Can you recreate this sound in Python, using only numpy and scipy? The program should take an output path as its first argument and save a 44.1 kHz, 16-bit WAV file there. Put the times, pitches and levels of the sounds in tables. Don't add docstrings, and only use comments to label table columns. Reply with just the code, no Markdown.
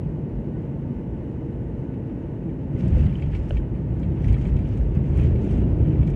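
import sys
import numpy as np
from scipy import signal
from scipy.fft import rfft, irfft, next_fast_len
from scipy.io import wavfile
from scipy.ndimage import uniform_filter1d

SR = 44100
rng = np.random.default_rng(int(sys.argv[2]) if len(sys.argv) > 2 else 0)


def ratio_of_db(decibels):
    return 10 ** (np.asarray(decibels, float) / 20)


def int16_out(signal):
    q = np.round(np.clip(np.atleast_2d(signal).T, -1, 1) * 32767)
    wavfile.write(sys.argv[1], SR, q.astype(np.int16))


N = 271215

# freq_hz, density_db (per Hz)
HULL_COLOUR = [(15, -45), (30, -25), (48, -1), (95, -2.5), (142, 0), (198, -4.5), (240, -5.5), (340, -9),
               (460, -16.5), (600, -21), (760, -30), (890, -27), (1080, -41), (1600, -61), (2500, -85)]
# freq_hz, density_db (per Hz)
VENT_COLOUR = [(700, -5), (1100, -1.5), (1400, -4.5), (1950, -3.5), (2500, -9.5), (2950, -9), (3260, -18.5),
               (4000, -23), (4900, -27), (7000, -27.5), (7600, -31.5), (9500, -30), (10400, -35.5),
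               (11400, -34.5)]
# time_s, change_db
AIR_CHANGE = [
    (0, 0.5),
    (.6, 0),
    (1.5, 0),
    (2.6, -0.5),
    (3.3, -1.5),
    (4.0, 0),
    (5.0, 0),
    (6.15, 1),
]
# pitch_hz, level_db (rms), width_hz
ENGINE_WHINES = [(332, -47, 20), (888, -67, 30), (1491, -71, 25), (1863, -77, 15), (2542, -79, 20),
                 (3526, -97, 8), (5023, -100, 8), (6615, -100, 4)]
# time_s, pitch_hz, level_db (rms)
FAN_HUM = [(0, 156.1, -32.5), (.6, 149.6, -36.5), (.9, 133.8, -41), (1.3, 128.8, -43.5),
           (1.9, 128.9, -36.5), (2.35, 125.2, -49.5), (2.7, 137.3, -40.5), (6.15, 136, -46.5)]
# time_s, pitch_hz, level_db (rms)
CORE_TONE = [(0, 474.3, -54.5), (.6, 472, -50), (.9, 468, -55.5), (1.3, 467, -50.5), (1.9, 458.6, -48.5),
             (2.3, 457, -54), (2.6, 457, -54), (2.9, 449, -76)]
# time_s, level_db
BRAKING_THRUST = [
    (2.6, -44),
    (2.8, -33.5),
    (2.98, -33.5),
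    (3.2, -56),
    (4.2, -39),
    (4.8, -40),
    (5.3, -28.5),
    (5.7, -26),
    (6.15, -33.5),
]
# freq_hz, density_db (per Hz)
ROAR_COLOUR = [(120, -14), (200, 0), (330, 2.5), (400, -2.5), (480, -9.5), (700, -19.5), (1000, -35),
               (1500, -43.5), (2500, -64)]
# centre_s, pitch_hz, level_db, length_s
HULL_HUMS = [(0.383, 50.5, -36, 0.084), (0.552, 317, -43, 0.052), (0.898, 236, -30.5, 0.048),
             (.9, 131, -32, 0.045), (1.122, 64, -37.5, 0.049), (1.649, 60, -34.5, 0.082),
             (1.75, 133.3, -41.5, 0.076), (2.001, 263.7, -36.5, .12), (2.33, 123, -38, .04),
             (2.45, 175.2, -32.5, 0.062), (2.502, 329, -40, .07), (2.579, 265.4, -35, 0.056),
             (1.393, 321, -41.5, .08), (2.73, 142.6, -30, 0.029), (2.88, 184.6, -27.5, 0.043),
             (2.927, 229, -36, 0.031), (3.058, 121, -24, 0.036), (3.15, 184.4, -29.5, 0.023),
             (3.291, 134, -28.5, 0.023), (4.14, 327, -35, .03), (4.293, 108.5, -21.5, 0.02957),
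             (4.299, 224, -37, 0.032), (4.56, 134.5, -32, 0.02466), (5.0, 160.3, -27.5, 0.026),
             (5.159, 325, -36.5, 0.035), (5.64, 215.8, -27, .04), (5.822, 106.5, -19.5, 0.024),
             (5.88, 160.7, -23, .03), (5.924, 314, -30.5, 0.042), (6.05, 138.7, -25, .03),
             (0.948, 366.4, -44.5, 0.074), (1.497, 353, -46, 0.066), (0.502, 222, -40.5, 0.081),
             (0.152, 328, -44, .06), (1.999, 345.5, -45, 0.054), (2.3, 603, -55.5, .05),
             (2.8, 518, -45.5, 0.039), (2.858, 640, -50.5, .03), (1.25, 232.5, -42, 0.059),
             (5.45, 198.6, -33.5, .05), (5.948, 71.4, -23, 0.049)]
# time_s, panel_level_db
CABIN_TREMBLE = [(2.68, -66), (2.8, -52), (3.55, -56.5), (3.65, -71), (4.1, -59.5), (4.3, -59),
                 (5.0, -57.5), (5.5, -57), (6.15, -55)]
# centre_s, panel_level_db, length_s, fitting_brightness_db
SHAKING_BOUTS = [(2.815, -56, 0.037, 3), (2.902, -59, .04, 0.5), (2.998, -49, 0.047, -1.5),
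                 (3.068, -58, .03, 0.5), (3.194, -57, 0.057, 1), (3.355, -47.5, 0.022, -1),
                 (3.493, -65, 0.067, 11.5), (3.553, -54.5, .03, 0), (4.023, -68.5, 0.026, 9.5),
                 (4.227, -54, 0.066, -5.5), (4.298, -50, 0.049, 0), (4.412, -54, 0.033, 2.5),
                 (4.479, -50.5, 0.033, 0.5), (4.6, -59, .03, 2), (4.702, -54, 0.047, 1),
                 (4.773, -58.5, 0.05, 4), (4.965, -53, 0.021, -3), (5.09, -56, 0.038, -1),
                 (5.207, -46.5, 0.053, -1.5), (5.293, -54, .05, -2), (5.436, -52.5, 0.051, -1),
                 (5.532, -50.5, 0.058, 0), (5.63, -53.5, 0.039, -10.5), (5.893, -53, 0.05, -6),
                 (6.086, -61, 0.02, 8.5)]
# freq_hz, density_db (per Hz)
PANEL_COLOUR = [(600, -11), (1000, -2.5), (1600, -1), (2300, 0.5), (3000, -3), (3510, -15), (4510, -35),
                (6000, -45)]
# freq_hz, density_db (per Hz)
FITTING_COLOUR = [(2500, -12), (3600, 2), (4500, 0), (6500, -1), (8500, -5), (9700, -8), (10400, -14),
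                  (11300, -12), (13000, -20)]
# start_s, pitch_hz, peak_db
PANEL_TAPS = [(2.7642, 2030, -47), (2.808, 2400, -46), (2.925, 2500, -44), (2.931, 1800, -44),
              (2.9553, 2020, -43), (2.966, 2050, -41), (2.994, 2600, -43), (3.001, 2100, -46),
              (3.027, 2600, -46), (3.041, 2200, -44), (3.051, 3000, -45.5), (3.055, 4650, -57),
              (3.064, 2980, -43), (3.067, 1990, -41.5), (3.095, 2700, -48), (3.126, 1750, -47),
              (3.197, 2700, -46), (3.258, 2600, -48), (3.334, 1750, -42), (3.358, 1800, -45),
              (4.2435, 1950, -39), (4.282, 2040, -45), (4.287, 2100, -44), (4.306, 2200, -47),
              (4.329, 2300, -43), (4.383, 2100, -44), (4.4124, 2430, -44), (4.493, 1890, -48),
              (4.523, 2020, -47), (4.589, 2100, -45), (4.812, 1650, -44), (5.041, 1980, -45),
              (5.1747, 2300, -43), (5.18, 2200, -45), (5.187, 2000, -38), (5.197, 2500, -39),
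              (5.217, 2500, -43), (5.233, 2300, -43), (5.244, 2200, -44), (5.3199, 1900, -41),
              (5.467, 1750, -44), (3.575, 2480, -49), (3.578, 2300, -44), (3.2235, 2250, -46),
              (6.032, 2600, -45), (6.08, 2380, -46)]
# start_s, peak_db
LATCH_CLACKS = [(1.939, -50), (2.0959, -50.5), (2.492, -55), (3.125, -46), (3.2218, -35), (3.3483, -36.5),
                (3.569, -35), (3.75, -51.5), (4.03, -40.5), (4.2429, -41.5), (4.2818, -41), (4.341, -35.5),
                (4.4534, -39.5), (4.566, -41), (4.591, -48), (5.1904, -48), (5.2214, -52), (5.358, -43.5),
                (6.0138, -46), (6.0289, -42), (6.0744, -45), (6.102, -46), (6.1361, -45)]
# pitch_hz, level_db, t60_share (of the clack's t60)
LATCH_MODES = [(1390, -15.5, 0.65), (1860, -7.5, 1.2), (2297, 3, 0.7), (2400, -12, 1.2), (2600, -5, 1.2),
               (3190, -11.5, 1.9), (3500, -13.5, .6), (3850, -21.5, .4), (4750, -19.5, 0.44)]
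# freq_hz, density_db (per Hz)
LID_COLOUR = [(900, -16.5), (1500, -10.5), (2300, -2.5), (3000, -8), (3800, -12), (5500, -27)]
# start_s, peak_db, tilt_db (per octave)
PLASTIC_TICKS = [(2.807, -51, -9), (2.88, -49, 1), (2.9168, -56, -3), (3.0094, -53, -2), (3.054, -53, -7),
                 (3.3487, -57, -2), (3.4925, -54, 7), (3.5703, -58, 0.5), (3.9968, -56.5, 4),
                 (4.222, -55, 0), (4.2433, -54, -1.5), (4.2817, -50, 2.5), (4.327, -46, -0.5),
                 (4.3829, -54, 1.2), (4.4124, -53, 1), (4.4544, -61, -4), (4.566, -52, -4), (4.588, -56, 2),
                 (4.6882, -54, -5), (4.7735, -52, 2), (4.9494, -57, -2), (5.1741, -46.5, 12),
                 (5.2354, -50, -4), (5.4166, -56, -1), (5.444, -52, 4), (5.5098, -51, 0),
                 (6.0312, -59, 1.2), (6.0733, -47, -5), (6.103, -52, 5)]
# freq_hz, density_db (per Hz)
TICK_COLOUR = [(2500, -5), (4700, 1), (6500, 2), (9300, -5), (10300, -10), (11300, -11.5), (13000, -14)]
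# start_s, pitch_hz, peak_db, t60_s
KNOCK_MODES = [(3.5074, 565, -20, .036), (3.5072, 1520, -28, .012), (3.5072, 2900, -19, .0062),
               (3.5072, 4100, -40, .008), (3.1541, 3030, -37, .025), (3.1545, 2550, -46, .015),
               (2.968, 505, -27, .1), (4.366, 1300, -43, .03), (4.367, 1800, -43, .025),
               (3.598, 1560, -44, .025), (3.63, 2000, -47, .03), (2.49, 1860, -50, .04),
               (4.327, 4600, -50, .02)]
# time_s, rumble_db
TYRE_ROLLING = [
    (2.66, -44),
    (2.8, -29),
    (3.45, -31.5),
    (3.8, -27.5),
    (4.15, -24.5),
    (4.75, -24.5),
    (5.1, -33),
    (5.65, -23),
    (6.15, -23),
]
# centre_s, jolt_db, length_s, place (0 gear, 1 floor, 2 frame)
RUNWAY_BUMPS = [(2.747, -24, 0.023, 1.4), (2.856, -16, 0.021, 2.65), (2.936, -15.5, 0.025, 0.95),
                (3.011, -15.5, 0.081, 1.23), (3.054, -16.5, 0.028, 2.9), (3.262, -24, 0.045, 1.5),
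                (3.358, -20, 0.041, 0.74), (3.56, -18, 0.04, 0.29), (3.74, -28.5, 0.033, 0.36),
                (3.945, -28, 0.047, 2.3), (4.238, -28, 0.081, 1.6), (4.293, -15, 0.039, 0.36),
                (4.372, -22.5, 0.038, 2.1), (4.51, -16.5, 0.057, 0.55), (4.565, -18.5, 0.023, 1.05),
                (4.842, -19, 0.058, 0.68), (4.982, -19, 0.035, 1.44), (5.096, -18, 0.03, 1.47),
                (5.22, -19.5, 0.039, .3), (5.254, -15, 0.085, 1.35), (5.395, -20, 0.028, 2.8),
                (5.518, -22.5, 0.029, 1.4), (5.57, -20, 0.027, 1.2), (5.679, -18.5, 0.057, 0.57),
                (5.816, -17, 0.02, 1.34), (5.918, -22, 0.039, 1.3), (6, -14.5, 0.028, 1.27),
                (6.035, -26.5, 0.029, 2.3), (6.128, -20.5, 0.07, 0.22)]


def evened(x):
    return x / np.sqrt(np.mean(x ** 2) + 1e-20)


def add(mix, start_s, sound):
    part = mix[round(start_s * SR):][:len(sound)]
    part += sound[:len(part)]


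def curves(rows):
    time_s, *columns = np.transpose(rows)
    t = np.arange(N) / SR
    gate = np.clip((t - time_s[0]) / 0.096, 0, 1)
    return [np.interp(t, time_s, column) for column in columns] + [gate]


def coloured(x, points):
    freq_hz, db = np.transpose(points)
    size = next_fast_len(len(x))
    hz = np.fft.rfftfreq(size, 1 / SR)
    log_points = np.log(np.r_[freq_hz, 2 * freq_hz[-1]] + 1)
    gain_db = np.interp(np.log(hz + 1), log_points, np.r_[db, db[-1] - 20], left=-90, right=-120)
    return evened(irfft(rfft(x, size) * ratio_of_db(gain_db), size)[:len(x)])


def resonate(x, hz, width_hz, firm=0):
    turn = np.exp(2j * np.pi * np.cumsum(hz * np.ones(len(x))) / SR)
    r = np.exp(-np.pi * width_hz / SR)
    once = signal.lfilter([1 - r], [1, -r], x / turn)
    low = signal.lfilter([1 - r], [1, -r], once)
    steady = low / (abs(low) + low.std() / 5) ** firm
    return evened((turn * steady).real)


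def steadied(x, seconds, share):
    level = np.sqrt(abs(uniform_filter1d(x ** 2, round(seconds * SR))) + 1e-4)
    return evened(x / level ** share)


def levelled(x, share):
    z = signal.stft(x, nperseg=2048, noverlap=1536)[2]
    power = uniform_filter1d(abs(z) ** 2, size=3, axis=0)
    patch = abs(uniform_filter1d(power, size=11, axis=1)) / power.mean(1, keepdims=True) + 1e-3
    smooth = signal.istft(z / patch ** (share / 2), nperseg=2048, noverlap=1536)[1]
    return evened(smooth[:len(x)])


def drift(seconds):
    size = round(seconds * SR)
    return evened(uniform_filter1d(uniform_filter1d(rng.standard_normal(N), size), size))


def grains(per_s, spread_db, tail_s):
    struck = rng.random(N) < per_s / SR
    size = ratio_of_db(spread_db * np.minimum(rng.exponential(1, N), 4)) * struck
    power = signal.lfilter([1], [1, -np.exp(-1 / (tail_s * SR))], size ** 2)
    return np.sqrt(power) * rng.standard_normal(N)


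def ring(hz, db, t60, phase=0, rise_s=0.00055):
    t = np.arange(round(t60 * SR)) / SR
    rise = 1 - np.exp(-(t / rise_s) ** 2)
    return ratio_of_db(db - 60 * t / t60) * np.sin(2 * np.pi * (hz * t + phase)) * rise


def burst(noise, points, db, t60):
    t = np.arange(len(noise)) / SR
    rise = 1 - np.exp(-t / 0.00022)
    return ratio_of_db(db - 60 * t / t60) * coloured(noise, points) * rise


def swelled(steady_db, events):
    slower_fall = 1.1
    power = ratio_of_db(2 * steady_db)
    for s, db, length in events:
        u = np.linspace(-3, 3 * slower_fall, round(3 * (1 + slower_fall) * length * SR))
        bell = np.exp(-np.where(u < 0, u, u / slower_fall) ** 2)
        add(power, s - 3 * length, ratio_of_db(2 * db) * bell)
    return 10 * np.log10(power)


def airflow():
    hull_db = -29 + curves(AIR_CHANGE)[0] + 0.21 * drift(0.73)
    hull = ratio_of_db(hull_db) * levelled(coloured(rng.standard_normal(N), HULL_COLOUR), 0.41)
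    vent_db = -59.5 + 0.5 * drift(0.039)
    vent = ratio_of_db(vent_db) * coloured(rng.standard_normal(N), VENT_COLOUR)
    return hull + vent


def engine_tones():
    whines = sum(ratio_of_db(db) * resonate(rng.standard_normal(N), hz, width) for hz, db, width in ENGINE_WHINES)
    fan_hz, fan_db, _ = curves(FAN_HUM)
    fan = ratio_of_db(fan_db) * resonate(rng.standard_normal(N), fan_hz, 7.9, firm=0.91)
    core_hz, core_db, _ = curves(CORE_TONE)
    core = ratio_of_db(core_db) * resonate(rng.standard_normal(N), core_hz, 3.4, firm=0.8)
    return whines + fan + core


def braking_roar():
    roar_db, gate = curves(BRAKING_THRUST)
    roar = levelled(coloured(rng.standard_normal(N), ROAR_COLOUR), 0.26)
    return gate * ratio_of_db(roar_db - 3.0) * roar


def hull_hums():
    out = np.zeros(N)
    for (s, hz, db, length), noise in zip(HULL_HUMS, rng.standard_normal((len(HULL_HUMS), SR))):
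        swell = np.hanning(min(round(5 * length * SR), SR))
        hum = resonate(noise, hz, 14.2, firm=0.9)[-len(swell):]
        add(out, max(s - len(swell) / SR / 2, 0), ratio_of_db(db) * swell * hum)
    return out


def shaking_levels():
    calm_rustle_db, bout_rustle_db = -20, -16.5
    tremble_db, gate = curves(CABIN_TREMBLE)
    panel_bouts = [(s, db, length) for s, db, length, _ in SHAKING_BOUTS]
    fitting_bouts = [(s, db + bout_rustle_db + bright_db, length) for s, db, length, bright_db in SHAKING_BOUTS]
    panels_db = swelled(tremble_db, panel_bouts)
    fittings_db = swelled(tremble_db + calm_rustle_db, fitting_bouts)
    return panels_db, fittings_db, gate


def trim():
    rattle_db, rustle_db, gate = shaking_levels()
    clicks = grains(per_s=1400, spread_db=1.8, tail_s=0.004)
    rattle = steadied(coloured(clicks, PANEL_COLOUR), 0.091, 0.59)
    jolts = evened(grains(per_s=390, spread_db=1.0, tail_s=0.0032)) + 0.4 * evened(clicks)
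    rustle = steadied(coloured(jolts, FITTING_COLOUR), 0.072, 0.8)
    return gate * (ratio_of_db(rattle_db - 4.0) * rattle + ratio_of_db(rustle_db) * rustle)


def panel_taps():
    t60, upper_ratio, upper_db = 0.022, 1.28, -9
    out = np.zeros(N)
    for s, hz, db in PANEL_TAPS:
        add(out, s, ring(hz, db, t60) + ring(hz * upper_ratio, db + upper_db, t60))
    return out


def latch_clacks():
    t60 = 0.045
    out = np.zeros(N)
    luck = rng.random((len(LATCH_CLACKS), len(LATCH_MODES), 3))
    noises = rng.standard_normal((len(LATCH_CLACKS), 6000))
    for (s, db), draws, noise in zip(LATCH_CLACKS, luck, noises):
        add(out, s, burst(noise, LID_COLOUR, db - 15, 2 * t60))
        for (hz, mode_db, share), (a, b, c) in zip(LATCH_MODES, draws):
            struck_hz = hz * (1 + 0.025 * (a - 0.5))
            struck_db = db + mode_db - 5.5 + 3 * (b - 0.5)
            add(out, s + 0.001 * c, ring(struck_hz, struck_db, t60 * share, c))
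    return out


def plastic_ticks():
    out = np.zeros(N)
    for (s, db, tilt_db), noise in zip(PLASTIC_TICKS, rng.standard_normal((len(PLASTIC_TICKS), 3000))):
        colour = [(hz, level_db + tilt_db * np.log2(hz / 7000)) for hz, level_db in TICK_COLOUR]
        add(out, s, burst(noise, colour, db - 7, 0.034))
    return out


def knocks():
    out = np.zeros(N)
    for s, hz, db, t60 in KNOCK_MODES:
        add(out, s, ring(hz, db, t60, rise_s=0.0009))
    return out


def rolling_levels():
    away_db = 7
    roll_db, gate = curves(TYRE_ROLLING)
    levels = []
    for k, part_db in enumerate([-6, -1.5, -0.8]):
        jolts = [(s, db - away_db * (place - k) ** 2, length) for s, db, length, place in RUNWAY_BUMPS]
        levels.append(swelled(roll_db + part_db, jolts))
    return levels + [gate]


def runway():
    thud_db, boom_db, shudder_db, gate = rolling_levels()
    thud = resonate(rng.standard_normal(N), 52, 15, firm=0.9)
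    boom = resonate(rng.standard_normal(N), 73, 26, firm=0.85)
    shudder = steadied(resonate(rng.standard_normal(N), 120, 90), 0.059, 1.0)
    return gate * (ratio_of_db(thud_db - 2.5) * thud + ratio_of_db(boom_db - 4.5) * boom + ratio_of_db(shudder_db - 1.03) * shudder)


def scene():
    background = airflow() + engine_tones() + braking_roar() + hull_hums()
    cabin = trim() + panel_taps() + latch_clacks() + plastic_ticks() + knocks()
    return (background + cabin + runway())[None]


def patchy(x):
    from_hz, patchy_db, hole_db = 1900, 0.9, -14
    hz, t, z = signal.stft(x, SR, nperseg=1024, noverlap=768)
    thin, wide = rng.standard_normal((2,) + z.shape[1:])
    thin = evened(uniform_filter1d(uniform_filter1d(thin, size=3, axis=0), size=8, axis=1))
    wide = evened(uniform_filter1d(uniform_filter1d(wide[::8, ::4], size=2, axis=0), size=2, axis=1))
    wide = np.kron(wide, np.ones((8, 4)))[:len(hz), :len(t)]
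    depth = np.clip(np.log2((hz + 1) / from_hz), 0, 1.3)[:, None]
    treble_power = (abs(z[0, hz > 5000]) ** 2).mean(0)
    treble_db = 10 * np.log10(uniform_filter1d(treble_power, size=12) + 1e-20)
    busy = np.clip((treble_db - np.percentile(treble_db, 20)) / 10, 0, 1)
    strips = thin * depth < -2.0
    blocks = (hz[:, None] > 8800) & (wide < -2.3 + 1.4 * busy)
    change_db = depth * patchy_db * (thin + busy * wide) + hole_db * (strips | blocks)
    return signal.istft(z * ratio_of_db(change_db), SR, nperseg=1024, noverlap=768)[1][:, :N]


def roll_off(x):
    return signal.sosfilt(signal.butter(12, 15720, fs=SR, output="sos"), x)


def record(dry):
    cut = signal.sosfilt(signal.butter(4, 38, "high", fs=SR, output="sos"), dry)
    band_limit = signal.firwin(301, 11920, window=("kaiser", 6), fs=SR)
    limited = signal.oaconvolve(cut, band_limit[None], "same")
    floor = ratio_of_db(-96) * rng.standard_normal(cut.shape)
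    loudness = np.sqrt(abs(uniform_filter1d(cut[0] ** 2, size=6000)))
    floor += ratio_of_db(-84) * loudness * resonate(floor[0], 15600, 220)
    finished = patchy(limited + floor)
    return roll_off(finished)


dry = scene()
out = record(dry)
int16_out(out)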